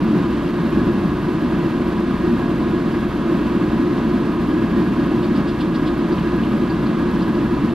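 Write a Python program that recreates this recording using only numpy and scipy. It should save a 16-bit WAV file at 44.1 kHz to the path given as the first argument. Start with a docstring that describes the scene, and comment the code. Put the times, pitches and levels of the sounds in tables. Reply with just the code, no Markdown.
"""The bank of a pond, with machinery and traffic far away.
From the start there is a steady rumble, a road's soft roar that thins into hiss, and the machinery's
faint high whine and humming, beating tones. The first three are shaped noise; the hum is sine waves.
After about five seconds a small bird gives six quick, raspy chirps, most of them sliding upward.
From about six seconds it adds a few scattered peeps. Stems and water give each call a short echo."""
import sys
import numpy as np
from scipy import signal
from scipy.fft import rfft, irfft
from scipy.io import wavfile

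SR = 44100
rng = np.random.default_rng(int(sys.argv[2]) if len(sys.argv) > 2 else 0)


def pcm_store(signal):
    """Save signal as 16-bit PCM."""
    levels = np.round(np.clip(np.atleast_2d(signal), -1, 1) * 32767)
    wavfile.write(sys.argv[1], SR, levels.astype(np.int16).T)


N = 341334


def gain_of(db):
    """Turns decibels into a number to multiply a sound by."""
    return 10 ** (np.asarray(db) / 20)


def unit_level(x):
    """Scales a signal so that its typical size (rms) is 1."""
    return x / np.sqrt(np.mean(x ** 2) + 1e-20)


def curve_at(points, hz):
    """Joins (frequency, value) points with lines, on a scale where octaves are about evenly spaced."""
    f, value = np.transpose(points)
    return np.interp(np.log(hz + 1), np.log(f + 1), value)


def add(mix, start_s, sound):
    """Mixes a sound in at the given time."""
    part = mix[round(start_s * SR):][:len(sound)]
    part += sound[:len(part)]


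def drift(rate_hz):
    """A random wobble of typical size 1; a higher rate makes it quicker."""
    hz = np.fft.rfftfreq(N, 1 / SR)
    keep_slow = np.exp(-(hz / rate_hz) ** 2) * (hz > 0)
    return unit_level(irfft(rfft(rng.standard_normal(N)) * keep_slow, N))


def two_microphones(direct, scattered):
    """Two close microphones hear nearly the same low notes but differ more on high ones."""
    # how alike left and right are: f/Hz, likeness/0-1
    likeness = [(60, .998), (250, .996), (360, .985), (440, .89), (600, .95), (850, .9), (1100, .975),
                (1700, .9), (3300, .91), (5000, .68), (7500, .43), (10500, .42), (13000, .93)]
    # how far the left wave runs ahead of the right: f/Hz, phase/rad
    left_lead = [(30, -.03), (130, -.21), (250, -.25), (330, -.37), (470, -.6), (700, -.1), (1100, -.22),
                 (1400, -.6), (2600, -.55), (3300, -.1), (4700, -.5), (7000, -1.5), (10000, -2.4),
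                 (13000, -3.1)]
    # how much louder left is than right: f/Hz, level/dB
    left_boost = [(60, 0), (300, .2), (1100, -0.51), (1350, -1.9), (2700, -1.5), (3200, -.3), (5500, -.9),
                  (12000, 0)]
    hz = np.fft.rfftfreq(N, 1 / SR)
    same = np.clip(curve_at(likeness, hz), 0, 1)
    shared = rfft(direct) * np.sqrt((1 + same) / 2)
    apart = rfft(scattered) * np.sqrt((1 - same) / 2)
    lean = np.exp(.5j * curve_at(left_lead, hz)) * np.sqrt(gain_of(curve_at(left_boost, hz)))
    return irfft(np.array([(shared + apart) * lean, (shared - apart) / lean]), N)


def traffic(split_hz=274, rumble_top_hz=420, whine_hz=1700, whine_width_hz=160):
    """Rumble and road roar, smoothed by distance; one band of this noise is the machinery's whine."""
    # the low rumble: f/Hz, level/dB per Hz
    rumble_shape = [(14, -82), (30, -68), (47, -70), (64, -56), (86, -51.5), (106, -56), (128, -46.5),
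                    (150, -46.5), (180, -43.5), (240, -40.5), (268, -43.5), (325, -40.5), (358, -45.5),
                    (380, -60.5), (520, -83)]
    # the road's roar and hiss: f/Hz, level/dB per Hz
    roar_shape = [(150, -85), (400, -58), (480, -60.5), (690, -62.5), (800, -64.5), (1120, -61),
                  (1380, -68), (2000, -72.5), (3200, -76), (4400, -81.5), (5800, -90), (7600, -92.5),
                  (10500, -97.5), (12200, -92.5), (12550, -108), (15000, -110)]
    # pitches where the noise rings or sounds hollow: f/Hz, width/Hz, boost/dB
    resonances = [(172, 5.5, 4.5), (213.5, 13, 2), (269, 8, -1.5), (300, 14, 1), (399.4, 12.4, 4.5),
                  (578, 32, 3.5), (697, 19, 3), (994, 42, 5.5), (1077, 25, 3.5), (1250, 60, 4),
                  (1490, 62, 5.5), (1560, 18, -1.5), (1650, 51, 10), (1848, 25, 5.5), (1930, 16, -2.5),
                  (1985, 25, 2), (2110, 22, -3), (2140, 22, 2.5), (2724, 89, 3.5), (2866, 45, -5),
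                  (5900, 300, -0.5), (7500, 250, -3.5), (11360, 130, 14.5)]
    # swells of the lower rumble: t/s, level/dB
    lower_swells = [(0, 1), (.17, 0.2), (.4, -3), (.7, 1), (1.1, .9), (1.3, -1), (1.75, -1.5), (2.25, -.2),
                    (3.3, -1.3), (3.9, -0.3), (4.3, 0), (4.8, 1), (5.12, -1.5), (5.4, .4), (6.15, -2.1),
                    (6.7, 1), (7.15, -.7), (7.74, 1.5)]
    # swells of the upper rumble: t/s, level/dB
    upper_swells = [(0, 1.2), (.55, -1.4), (.9, 0.52), (1.15, -0.46), (1.42, 1.7), (1.7, -.6), (2.05, -1.1),
                    (2.3, 1.5), (2.75, 0.37), (3, -1.5), (3.8, 2.1), (4.08, -0.95), (4.38, -0.55),
                    (4.6, 1.5), (5.1, 0.92), (5.6, -1.4), (6.5, 1.1), (6.8, -2.2), (7.05, 0.57),
                    (7.74, -1.9)]
    hz, t = np.fft.rfftfreq(N, 1 / SR), np.arange(N) / SR
    rumble = gain_of(curve_at(rumble_shape, hz)) / (1 + (hz / 700) ** 6)
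    roar = gain_of(curve_at(roar_shape, hz))
    colour_db = sum(db * np.exp(-((hz - f) / width) ** 2) for f, width, db in resonances)
    strength = np.hypot(rumble, roar) * gain_of(colour_db)
    spectrum = rfft(rng.standard_normal((2, N))) * strength * np.sqrt(SR / 2)
    # cut the noise into bands so that each can swell on its own
    lower_band = 1 / (1 + (hz / split_hz) ** 16)
    rumble_band = 1 / (1 + (hz / rumble_top_hz) ** 16)
    whine_band = np.exp(-((hz - whine_hz) / whine_width_hz) ** 2)
    noise = irfft(spectrum * (1 - rumble_band - whine_band), N)
    noise += machinery_whine(spectrum * whine_band)
    for band, swells in ((lower_band, lower_swells), (rumble_band - lower_band, upper_swells)):
        noise += irfft(spectrum * band, N) * gain_of(np.interp(t, *np.transpose(swells)))
    return two_microphones(*noise) * moving_air()


def machinery_whine(band_spectrum, waver_db=0.6):
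    """A narrow band of noise sounds like a whine; it grows a little louder and softer."""
    return irfft(band_spectrum, N) * gain_of(waver_db * drift(rate_hz=3))


def moving_air(swell_db=-0.03, flutter_db=0.57):
    """Moving air makes the loudness of a far sound swell and flutter a little."""
    return gain_of(swell_db * drift(rate_hz=0.8) + flutter_db * drift(rate_hz=23))


def machinery_hum(fade_depth=0.19):
    """Wavering tones; two close ones just under 60 Hz beat (pulse) a few times a second."""
    # the machinery's tones: f/Hz, level/dB, pitch waver/Hz
    tones = [(28.3, -43.5, 0.41), (38.3, -45, 0.29), (56.84, -42, 0.49), (59.5, -37.5, 0.23),
             (344, -35, 0.81), (353.8, -29, 1.11), (420.8, -39.5, 0.99), (496, -47.5, 0.97)]
    hum = np.zeros(N)
    for hz, db, waver_hz in tones:
        cycles = np.cumsum(hz + waver_hz * drift(rate_hz=4)) / SR + rng.random()
        loudness = 1 + fade_depth * drift(rate_hz=5)
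        hum += gain_of(db) * unit_level(np.sin(2 * np.pi * cycles) * loudness)
    return two_microphones(hum, np.zeros(N))


def bird_chirps(tremble_hz=600, cutoff_hz=5400, fall_db=-2):
    """Each chirp is one fast, trembling slide in pitch with a burst of rasp at its middle."""
    # the chirps: t/s, length/s, first f/Hz, last f/Hz, tone level/dB, rasp level/dB
    chirps = [ (5.216, .042, 3200, 5200, -42.5, -44), (5.345, 0.039, 3900, 4800, -42.5, -44.5),
              (5.466, .048, 4300, 4800, -44.5, -42), (5.595, 0.032, 3200, 4520, -39, -40),
              (5.736, .036, 3300, 5500, -40, -43), (5.859, .036, 4400, 3400, -39.5, -40), ]
    # where the bird's throat makes the rasp ring: f/Hz, width/Hz, level/dB
    throat = [(3250, 800, 3), (4850, 700, -6), (7650, 900, -15), (10350, 800, -16)]
    song, hz = np.zeros(N), np.fft.rfftfreq(N, 1 / SR)
    tremble = np.tanh(drift(rate_hz=900))
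    colour = sum(gain_of(db) * np.exp(-((hz - f) / width) ** 2) for f, width, db in throat)
    rasp = unit_level(irfft(rfft(rng.standard_normal(N)) * colour, N))
    cut_highs = signal.butter(6, cutoff_hz, fs=SR, output="sos")
    for start, length, first_hz, last_hz, db, rasp_db in chirps:
        progress = np.linspace(0, 1, int(length * SR))
        span = slice(round(start * SR), round(start * SR) + len(progress))
        pitch = first_hz + (last_hz - first_hz) * progress + tremble_hz * unit_level(tremble[span])
        tone = signal.sosfilt(cut_highs, np.sin(2 * np.pi * np.cumsum(pitch) / SR))
        loudness = gain_of(db + fall_db * progress) * signal.windows.tukey(len(progress), .5)
        add(song, start, loudness * tone)
        add(song, start, gain_of(rasp_db) * np.sin(np.pi * progress) ** 2 * rasp[span])
    return reed_echo(song, fade_s=0.095, echo_db=-2)


def reed_echo(call, fade_s, echo_db):
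    """Stems and water scatter a call into a short, dense echo that drops 60 dB in fade_s."""
    t = np.arange(SR // 2) / SR
    tail = rng.standard_normal((2, len(t))) * gain_of(-60 * t / fade_s)
    tail /= np.linalg.norm(tail, axis=1, keepdims=True)
    near, far = gain_of(echo_db) * signal.fftconvolve(call[None], tail, axes=1)[:, :N]
    return two_microphones(call + near, far)


def bird_peeps(climb_share=.3):
    """Brief notes, some clear and some scratchy, whose pitch and loudness rise and fall in one arch."""
    # the peeps: t/s, length/s, top f/Hz, level/dB, pitch tremble/Hz
    peeps = [ (6.114, .026, 4570, -41.5, 520), (6.18, 0.011, 3050, -34, 200), (6.432, .012, 3000, -35, 180),
             (6.691, .024, 4710, -39, 120), (6.852, 0.032, 4250, -41, 480), (7.2, .018, 4330, -40.5, 300),
             (7.216, .022, 4780, -43, 180), (7.342, .020, 4650, -45, 350), ]
    song, tremble = np.zeros(N), drift(rate_hz=900)
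    for start, length, top_hz, db, tremble_hz in peeps:
        arch = np.sin(np.linspace(0, np.pi, int(length * SR)))
        pitch = top_hz * (1 - climb_share * (1 - arch))
        pitch += tremble_hz * tremble[round(start * SR):][:len(arch)]
        add(song, start, gain_of(db) * arch * np.sin(2 * np.pi * np.cumsum(pitch) / SR))
    return reed_echo(song, fade_s=.12, echo_db=-5)


def scene():
    """Everything heard from the bank."""
    return traffic() + machinery_hum() + bird_chirps() + bird_peeps()


def record(dry):
    """Softens the start and the end, and cuts off the very highest sounds."""
    eased = dry * signal.windows.tukey(N, .012 * SR / N)
    cut_highs = signal.firwin(511, cutoff=15000, window=("kaiser", 9), fs=SR)
    return signal.oaconvolve(eased, cut_highs[None], "same")


dry = scene()
out = record(dry)
pcm_store(out)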